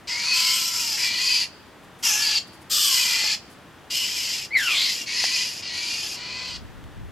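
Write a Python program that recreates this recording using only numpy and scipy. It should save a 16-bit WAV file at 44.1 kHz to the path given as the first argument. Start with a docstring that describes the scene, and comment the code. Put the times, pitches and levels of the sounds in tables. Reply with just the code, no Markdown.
"""Harsh rasps of scolding mockingbirds follow and overlap over a far traffic hum; they scold a cat on
a paved drive. Uneven puffs and hiss ring four throat resonances; gliding sines lock inside the rasps.
Wing beats are puffs of noise, ticks are short rings, and one rasp opens with a falling whistled squeal.
Random taps make the echoes of paving, a car body and walls; at the end low noise buffets the two
microphone ports as a gust."""
import sys
import numpy as np
from scipy import signal
from scipy.fft import next_fast_len
from scipy.io import wavfile
from scipy.ndimage import uniform_filter1d

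SR = 44100
rng = np.random.default_rng(int(sys.argv[2]) if len(sys.argv) > 2 else 0)


def convert_level_to_amplitude(level_db):
    """Map a level in decibels to its linear amplitude factor."""
    exponent = np.asarray(level_db, float) / 20
    return 10 ** exponent


def inscribe(sig):
    """Save sig as 16-bit PCM at rate SR to the path in sys.argv[1].

    A 1-D sig is mono; a 2-D sig holds one channel per row.
    Samples are clipped to [-1, 1] before scaling.
    """
    pcm = np.round(np.clip(np.atleast_2d(sig).T, -1, 1) * 32767)
    wavfile.write(sys.argv[1], SR, pcm.astype(np.int16))


N = 313551  # length of the scene in samples


def evened(x):
    """Scales a sound to rms 1."""
    return x / np.sqrt(np.mean(x ** 2) + 1e-20)


def read(points, hz):
    """Reads a spectrum table on a log-frequency axis."""
    f, value = np.transpose(points)
    return np.interp(np.log(hz + 1), np.log(f + 1), value)


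def add(mix, s, sound):
    """Mixes a sound in at time s, in seconds."""
    part = mix[round(s * SR):][:len(sound)]
    part += sound[:len(part)]


def wander(length, samples):
    """Random wobble of rms 1, smoothed over so many samples."""
    return evened(uniform_filter1d(rng.standard_normal(length), max(int(samples), 1)))


def resonate(x, hz, width_hz, order=2):
    """A moving resonance: shifts the curve hz to zero, smooths, shifts back."""
    turn = np.exp(2j * np.pi * np.cumsum(hz * np.ones(len(x))) / SR)
    r = np.exp(-np.pi * width_hz / SR)
    low = x / turn
    for _ in range(order):
        low = signal.lfilter([1 - r], [1, -r], low)
    return 2 * (turn * low).real


def dulled(x, top_hz):
    """Takes away the treble above top_hz."""
    return signal.sosfilt(signal.butter(3, top_hz, fs=SR, output="sos"), x)


def without_bass(x, order, bottom_hz):
    """Takes away the bass below bottom_hz."""
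    return signal.sosfilt(signal.butter(order, bottom_hz, "high", fs=SR, output="sos"), x)


def shaped_noise(gain, size):
    """Noise from random short-time spectra; gain(hz, s) gives the magnitudes."""
    hop = size // 4
    frames = N // hop + 5
    a, b = rng.standard_normal((frames, size // 2 + 1, 2)).T
    hz = np.fft.rfftfreq(size, 1 / SR)[:, None]
    s = (np.arange(frames) * hop / SR)[None]
    spectra = (a + 1j * b) * gain(hz, s)
    return signal.istft(spectra, nperseg=size, noverlap=size - hop)[1][:N]


def swell(start, end, from_hz, to_hz, peak_db):
    """Time, gliding frequency and arched gain of a passing band."""
    t = np.arange(start, end, 1 / SR)
    u = np.linspace(0, 1, len(t))
    arch_db = -9.5 * (2 * u - 1) ** 2  # weaker toward both ends, which also fade to silence
    gain = convert_level_to_amplitude(peak_db + arch_db) * signal.windows.tukey(len(t), .15)
    return t, from_hz + (to_hz - from_hz) * u, gain


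# The colour of the hum. Each row: frequency in Hz, relative level in dB.
HUM_COLOUR = [(15, -50), (25, -55), (70, -1.5), (344, -2), (373, -5.5), (734, -7), (1840, -10), (2160, -14),
              (3520, -16.5), (4140, -21.5), (16000, -35.5)]
# How wide the hum is. Each row: frequency in Hz, level of the side against the middle in dB.
HUM_WIDTH = [(40, -28), (90, -39), (180, -10), (550, -11), (1650, -13.5), (5000, -7.5), (15000, -4)]
# How the hum comes and goes. Each row: time in seconds, relative level in dB.
HUM_DRIFT = [(0, 4.6), (5.5, 5), (6.3, 6.5), (7.2, 3.6)]


def hum():
    """Far traffic and air: smooth noise, narrow in the deepest bass and a little stronger at left."""
    def middle_gain(hz, s):
        return convert_level_to_amplitude(read(HUM_COLOUR, hz) + np.interp(s, *np.transpose(HUM_DRIFT)))

    def side_gain(hz, s):
        return middle_gain(hz, s) * convert_level_to_amplitude(read(HUM_WIDTH, hz))

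    mid, side = shaped_noise(middle_gain, 2048), shaped_noise(side_gain, 2048)
    level = convert_level_to_amplitude(-47.5) / mid.std()
    return level * np.array([mid + side, mid - side]) * convert_level_to_amplitude(np.array([[.6], [-.6]]))


def syrinx_drive(turns):
    """The voice organ snaps shut about a thousand times a second; hiss weakens from snap to snap."""
    n = len(turns)
    # each closure comes a little early or late
    uneven_turns = np.floor(turns + .035 * wander(n, 30))
    snaps = np.diff(np.maximum.accumulate(uneven_turns), prepend=0) > 0
    strong_weak = 1 + 0.42 * np.cos(np.pi * np.cumsum(snaps))  # alternate closures give half-pitch lines
    snaps = snaps * strong_weak * convert_level_to_amplitude(2.0 * rng.standard_normal(n))
    # hiss is strongest just after each snap and weakens until the next
    hiss = (0.29 + np.exp(-(turns % 1) / 1.55)) * rng.standard_normal(n)
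    blend = .55 * evened(snaps - snaps.mean()) + .65 * evened(hiss)
    return blend * convert_level_to_amplitude(1.2 * wander(n, 250))


# Widths in Hz of the low, main, upper and top throat resonance.
THROAT_WIDTHS_HZ = (1000, 1020, 1570, 2600)
# Each of the four resonances falls away above its own limit, in Hz.
THROAT_LIMITS_HZ = (4050, 6900, 9850, 14600)


def throat_ring(drive, centres_hz, levels_db):
    """Four resonances ring side by side, and a side cavity swallows one band."""
    throat = 0
    bands = zip(centres_hz, THROAT_WIDTHS_HZ, levels_db, THROAT_LIMITS_HZ)
    for k, (hz, width_hz, db, limit_hz) in enumerate(bands):
        ring = dulled(resonate(drive, hz, width_hz, order=1 + k // 3), limit_hz)
        # neighbours alternate in sign, as in a tube, so the gaps between them stay filled
        throat = throat + (-1) ** k * convert_level_to_amplitude(db) * evened(ring)
    return throat - 0.48 * resonate(throat, 3715, 500, order=1)


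def strands(drive, centres_hz, levels_db):
    """Narrow strands flare and fade inside the low, main and upper resonance."""
    n, out = len(drive), 0
    for centre_hz, db, trim_db in zip(centres_hz, levels_db, (-11.5, -9.5, -10.5)):
        for shift_hz in (-350, 0, 380):
            line = resonate(drive, centre_hz + shift_hz + 90 * wander(n, 2380), 115)
            out = out + convert_level_to_amplitude(db + trim_db + 2.9 * wander(n, 900)) * evened(line)
    return out


def syrinx_tone(drive, turns, pitch, tone_db, ragged):
    """The hum of the voice organ itself, which slips out of step and grows fuzz when ragged."""
    n = len(turns)
    slip = np.cumsum(.06 * ragged * wander(n, 200) * pitch) / SR
    flicker_db = (1.5 + 2.5 * ragged) * wander(n, 400)
    tone = np.sin(2 * np.pi * (turns + slip)) * convert_level_to_amplitude(tone_db + flicker_db)
    fuzz = evened(resonate(drive, 1.45 * pitch, 510))  # nearly half a pitch above the tone
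    return tone + convert_level_to_amplitude(tone_db - 6.5 + 8.2 * ragged) * fuzz


def rasp(rows, tone_against_effort_db, low_from_hz, low_to_hz, low_db, upper_hz, ragged):
    """One stretch of scolding: a chaotic voice organ rings the throat and adds its own tone."""
    attack_s, release_s = .014, .016
    s, *columns = np.transpose(rows)
    t = np.arange(s[0], s[-1] + release_s / 2, 1 / SR)
    effort_db, pitch, main_hz, top_db = (np.interp(t, s, c) for c in columns)

    low_hz = np.linspace(low_from_hz, low_to_hz, len(t))
    low_db = low_db + 4.5 * np.exp(-(t - s[0]) / 0.012)  # the low resonance speaks first
    upper_hz = upper_hz + low_hz - low_hz.mean()  # the upper one moves along with the low one
    upper_db = -1 + 0.59 * np.maximum(top_db, -32)  # and takes a share of the brightness
    centres_hz = (low_hz, main_hz, upper_hz, 1.623 * upper_hz)
    levels_db = (low_db, 0, upper_db, top_db)

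    turns = np.cumsum(pitch * (1 + .02 * wander(len(t), 150))) / SR
    drive = syrinx_drive(turns)
    throat = throat_ring(drive, centres_hz, levels_db)
    throat = without_bass(throat, 4, 1.91 * np.median(pitch))  # a small body radiates little bass
    throat = throat + strands(drive, centres_hz[:3], levels_db[:3])

    # the tone gives out toward the end of a stretch
    fade_db = -5 * ((t - s[0]) / (s[-1] - s[0])) ** 4
    tone = syrinx_tone(drive, turns, pitch, effort_db + tone_against_effort_db + fade_db, ragged)
    octave_db = effort_db + low_db - 20 + 5.6 * wander(len(t), 205.4)
    octave = np.sin(4 * np.pi * turns) * convert_level_to_amplitude(octave_db)

    edge = np.minimum((t - s[0]) / attack_s, (t[-1] - t) / release_s)
    edge = np.clip(edge, 0, 1) ** .7
    return s[0], edge * (convert_level_to_amplitude(effort_db - 2.5) * throat + np.sqrt(2) * (tone + octave))


# One curve for each stretch of scolding; neighbouring stretches often join where the rasp changes
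# abruptly. Each row: time in seconds, effort in dB, pitch of the voice organ in Hz, main throat
# resonance in Hz, brightness in dB (higher when the beak points at the microphone).
STRETCHES = [
    [(0.072, -24, 1000, 4500, -25), (0.084, -29, 967, 4840, -24), (0.232, -27.5, 944, 4550, -20),
     (0.332, -25, 1024, 4570, -18)],
    [(0.326, -25, 1030, 5000, -14), (0.378, -22, 1007, 4700, -15), (0.55, -23.5, 1020, 4880, -11),
     (0.703, -27, 1007, 5310, -10)],
    [(0.697, -28, 996, 5080, -14), (0.769, -25.5, 994, 5150, -11.5), (0.929, -27, 881, 5010, -13),
     (0.973, -27, 832, 5200, -18)],
    [(0.967, -25.5, 899, 4860, -15), (1.001, -25, 987, 4930, -15), (1.09, -24, 956, 4900, -17.5)],
    [(1.084, -28.5, 944, 4440, -23), (1.246, -26, 1040, 4790, -14.5), (1.366, -24.5, 991, 4670, -14.5),
     (1.452, -28, 944, 4720, -18)],
    [(2.025, -27.5, 964, 5520, -9), (2.061, -21, 929, 5480, -10), (2.11, -21.5, 850, 5560, -8.5),
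     (2.165, -25, 833.4, 5680, -9.5), (2.269, -24.5, 969, 4630, -14), (2.313, -24.5, 878, 4500, -19),
     (2.385, -23, 901, 4560, -21)],
    [(2.696, -32, 1304, 4940, -2), (2.716, -22.5, 1243, 4940, -7.5), (2.868, -22, 1155, 4930, -7),
     (2.902, -21.5, 1072, 4980, -8), (3.22, -23.5, 889.4, 4690, -17.5), (3.35, -23.5, 850, 4687, -21.5)],
    [(3.899, -30, 969, 4930, -14), (3.967, -27.5, 1053, 4960, -10.5), (4.143, -29.5, 977, 5120, -15.5),
     (4.17, -27.5, 1000, 5040, -12.5), (4.349, -28, 982.5, 4980, -15.5), (4.46, -36, 898, 5050, -14)],
    [(4.566, -33.5, 900, 5260, -6), (4.778, -27.5, 1043, 4530, -15), (4.9, -28, 1011, 4000, -14.5),
     (4.93, -33, 954, 4640, -9), (5.016, -32.5, 962, 5330, -14), (5.048, -42, 912, 4940, -8)],
    [(5.058, -33, 935, 4600, -22), (5.108, -30, 950, 4570, -20.5), (5.186, -24.5, 989, 4700, -18.5),
     (5.422, -24.5, 1008, 4820, -18), (5.536, -35.5, 904, 4980, -13), (5.612, -36.5, 934, 5150, -15)],
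    [(5.62, -32, 979, 4800, -23), (5.654, -33.5, 940, 4640, -39), (5.746, -31.5, 974, 4360, -19.5),
     (5.894, -28.5, 953, 4740, -17), (6.158, -34, 800, 5084, -12)],
    [(6.152, -39, 1000, 4170, -30), (6.196, -37.5, 971, 4380, -44), (6.394, -35, 1023, 4560, -37),
     (6.48, -34.5, 1014, 4430, -25), (6.57, -35, 950, 4670, -33)],
]
# The throat and tone settings of each stretch. Each row: tone of the voice organ against the effort in
# dB, low resonance at the start in Hz, at the end in Hz, its level against the main one in dB, mean
# upper resonance in Hz.
VOICES = [(-18, 2300, 1500, -7, 6950), (-19, 2650, 2850, -5.5, 7750), (-20, 2320, 2620, -8.5, 7400),
          (-23, 2100, 2440, -5, 7480), (-24, 3000, 2400, -4.5, 7020), (-22, 2650, 2700, -5, 7200),
          (-23.5, 3250, 2430, -5.5, 7600), (-28, 2840, 2590, -3.5, 7400), (-33, 2710, 2750, -2, 7200),
          (-28.5, 2230, 2490, -4.5, 6850), (-25.5, 2580, 2790, -5, 6800), (-13.5, 2470, 2880, -5, 7400)]
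# How far the tone of each stretch breaks up, from 0 (steady) to 1 (ragged).
RAGGED = [.15, .1, .15, .5, .5, .7, .8, .6, .6, .5, .5, .05]


def scolding():
    """All the rasps, stretch by stretch, each stretch with its own throat and tone settings."""
    out = np.zeros(N)
    for rows, voice, ragged in zip(STRETCHES, VOICES, RAGGED):
        add(out, *rasp(rows, *voice, ragged))
    return out


# Fuzzy partials that lock for a moment inside a rasp. Each row: start in seconds, end in seconds,
# first frequency in Hz, last frequency in Hz, level at the middle of the swell in dB.
LOCKED = [(0.08, .28, 1980, 2450, -33), (0.25, .43, 2500, 2580, -28), (0.2, .9, 1340, 1330, -47),
          (0.22, .5, 4420, 4520, -27.5), (0.36, .61, 3020, 3130, -33), (0.38, .59, 2200, 2180, -34),
          (0.97, 1.2, 2300, 2400, -33), (0.97, 1.4, 1980, 1960, -38), (1.18, 1.44, 2450, 2600, -32),
          (1.2, 1.45, 4800, 4720, -25), (1.1, 1.4, 4350, 4450, -29), (2.215, 2.25, 4750, 4470, -23),
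          (2.262, 2.298, 4900, 4490, -23), (2.305, 2.34, 4750, 4560, -28), (2.348, 2.386, 4800, 4470, -23),
          (2.12, 2.2, 2700, 2720, -30), (2.06, 2.16, 5700, 6500, -27), (2.71, 2.95, 3500, 3350, -32),
          (2.74, 3.08, 3080, 2950, -31), (2.92, 3.34, 1980, 2050, -36), (2.95, 3.34, 2350, 2480, -33),
          (3.9, 4.1, 2890, 2930, -31), (5.07, 5.14, 2200, 2270, -34), (5.06, 5.4, 1930, 2000, -40),
          (5.62, 5.85, 1980, 1880, -44), (5.68, 6.05, 2200, 2520, -38), (2.05, 2.37, 1720, 1700, -38),
          (6.15, 6.55, 2330, 2600, -42), (6.14, 6.58, 1980, 2040, -46), (6.14, 6.58, 4380, 4450, -41)]


def locked_partials():
    """Near sines that glide while their pitch and strength shiver."""
    out = np.zeros(N)
    for row in LOCKED:
        t, hz, gain = swell(*row)
        turns = np.cumsum(hz * (1 + 0.025 * wander(len(t), 121))) / SR
        shiver = convert_level_to_amplitude(1.9 * wander(len(t), 289.5))
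        add(out, row[0], np.sqrt(2) * gain * shiver * np.sin(2 * np.pi * turns))
    return out


def near_echoes(x):
    """Paving and car body return a short, dense cluster, a little different at each port."""
    t = np.arange(2600) / SR
    cluster = rng.standard_normal((3, len(t))) * convert_level_to_amplitude(-60 * t / 0.19) * (t > .002)
    # both ports share the first noise; each adds one of its own
    cluster = (cluster[0] + 0.59 * cluster[1:]) / np.linalg.norm(cluster[0])
    bright = without_bass(x, 2, 1600)  # small faces return little bass
    return signal.fftconvolve(bright[None], cluster, axes=1)[:, :N]


# How long the walls ring. Each row: frequency in Hz, time to fall by 60 dB in seconds.
WALLS = [(1000, 0.14), (3000, 0.88), (5000, 0.69), (9000, 0.65), (14000, 0.17)]


def walls(x):
    """Sparse taps of random sign, each band dying at its own speed."""
    taps = np.zeros((2, SR))
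    at = np.arange(300, SR - 20, 20) + rng.integers(0, 20, (2, (SR - 301) // 20))
    np.put_along_axis(taps, at, rng.choice([-1., 1.], at.shape), 1)
    hz, t, z = signal.stft(taps, SR, nperseg=256)
    dying = convert_level_to_amplitude(-60 * t / read(WALLS, hz)[:, None])
    tail = signal.istft(z * dying, SR, nperseg=256)[1]
    return signal.fftconvolve(x[None], tail / np.linalg.norm(tail[0]), axes=1)[:, :N]


# Soft wing beats. Each row: start in seconds, relative level in dB, length in seconds.
WINGS = [(1.83, -58, 0.027), (1.982, -51.5, 0.052), (2.47, -51, .015), (2.523, -52.5, 0.042),
         (2.587, -76, .015), (2.61, -51.5, .025), (3.492, -52.5, 0.05)]


def wing_beats():
    """Feathers swish as bright puffs of noise."""
    out = np.zeros(N)
    for s, db, length_s in WINGS:
        bright = np.convolve(rng.standard_normal(4000), [1, -.6])
        puff = dulled(bright, 11000)[:round(length_s * SR)]
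        add(out, s, convert_level_to_amplitude(db) * puff * signal.windows.tukey(len(puff), .4))
    return out


# Dull ticks nearby. Each row: start in seconds, relative level in dB, ring frequency in Hz.
TICKS = [(3.24, -26, 630), (3.858, -56, 826), (5.241, -15, 764), (6.841, -38, 1280)]


def ticks():
    """Two partials that die within a couple of cycles; their slope is what sounds."""
    out, t = np.zeros(N), np.arange(600) / SR
    for s, db, hz in TICKS:
        ring = np.sin(2 * np.pi * hz * t) + 0.46 * np.sin(2 * np.pi * 2.37 * hz * t)
        slope = np.gradient(ring * np.exp(-t * hz / 0.83)) * SR
        add(out, s, convert_level_to_amplitude(db) * slope / (2 * np.pi * 1.07 * hz))
    return out


# The strength of the squeal. Each row: time in seconds, effort in dB.
SQUEAL = [(4.503, -41), (4.543, -24), (4.561, -13.5), (4.571, -19), (4.665, -25.5), (4.68, -22.5),
          (4.8, -36), (4.9, -33.5), (4.95, -51)]
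# What the throat lets through of each partial. Each row: frequency in Hz, gain in dB.
SQUEAL_THROAT = [(1000, -20.5), (1450, -9), (2100, -1), (2400, 2.5), (2750, 0.5), (3200, -10.5),
                 (4200, -16.5), (4500, -20)]
# The beak opens during the squeal and lifts a bright band. The one row: start in seconds, end in
# seconds, first frequency in Hz, last frequency in Hz, level at the middle of the swell in dB.
BEAK = (4.66, 4.96, 2400, 5400, -24)


def squeal():
    """A trembling whistle that climbs briefly, then sinks and grows less steady."""
    top_s, top_hz, rest_hz = 4.548, 2257, 940
    climb_hz, sink_s, rough = 282, .118, .29
    start = SQUEAL[0][0]
    t = np.arange(start, BEAK[1], 1 / SR)
    after = t - top_s
    sink = rest_hz + (top_hz - rest_hz) * np.exp(-np.maximum(after, 0) / sink_s)
    pitch = sink - climb_hz * np.minimum(after / (top_s - start), 0) ** 2

    unsteady = .07 * (1.25 - pitch / top_hz) * wander(len(t), 105)
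    turns = np.cumsum(pitch * (1 + unsteady)) / SR
    tremble = 1 + rough * (np.cos(2 * np.pi * 115 * (t - 4.57)) + 0.43 * wander(len(t), 80))
    tone = sum(convert_level_to_amplitude(read(SQUEAL_THROAT, k * pitch)) * np.sin(2 * np.pi * k * turns) for k in (1, 2))
    effort = convert_level_to_amplitude(np.interp(t, *np.transpose(SQUEAL)))
    whistle = np.sqrt(2) * effort * tone * tremble * signal.windows.tukey(len(t), .03)

    _, beak_hz, gain = swell(*BEAK)
    stack = sum(np.cos(2 * np.pi * k * turns) for k in range(2, 7))
    stack = stack + 13.0 * rng.standard_normal(len(t))
    n = len(gain)
    whistle[-n:] += gain * evened(resonate(stack[-n:], beak_hz, 1330))
    out = np.zeros(N)
    add(out, start, whistle)
    return out


# The buffets of the gust. Each row: time of the middle in seconds, lift above the rising wind in dB.
BUFFETS = [(6.36, 2.3), (6.51, 5.5), (6.65, 10), (6.8, 4.9), (7.03, 6.4)]


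def gust():
    """Lumpy low pressure that reaches the two ports far out of step, the left harder."""
    def low_gain(hz, s):
        return hz / 60 / (1 + (hz / 80) ** 2.93) + 0 * s

    lumps = evened(shaped_noise(low_gain, 2048))
    t = np.arange(N) / SR
    rise_db = 17.5 * np.maximum(t - 5.76, 0)  # dB per second, from that moment on
    level_db = -71 + rise_db + 1.4 * wander(N, 1300)
    for s, db in BUFFETS:
        level_db = level_db + db * np.exp(-((t - s) / 0.068) ** 2)
    # the imaginary part is the same pressure a quarter cycle out of step
    both = signal.hilbert(convert_level_to_amplitude(level_db) * lumps, next_fast_len(N))[:N]
    side = 1.7 * both.imag + .4 * both.real
    return np.array([both.real + side, both.real - side])


def scene():
    """Birds and ticks a little left of centre, with their echoes, over hum and wind."""
    near = scolding() + locked_partials() + wing_beats() + ticks() + squeal()
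    direct = near * convert_level_to_amplitude(np.array([[.8], [-.9]]))
    echoes = convert_level_to_amplitude(-7.0) * near_echoes(near) + convert_level_to_amplitude(-24) * walls(near)
    return hum() + direct + echoes + gust()


def roll_off(x):
    """The treble ends steeply here."""
    return signal.sosfilt(signal.butter(12, 16050, fs=SR, output="sos"), x)


def record(dry):
    """Stores the finished mix."""
    return roll_off(dry)


dry = scene()
out = record(dry)
inscribe(out)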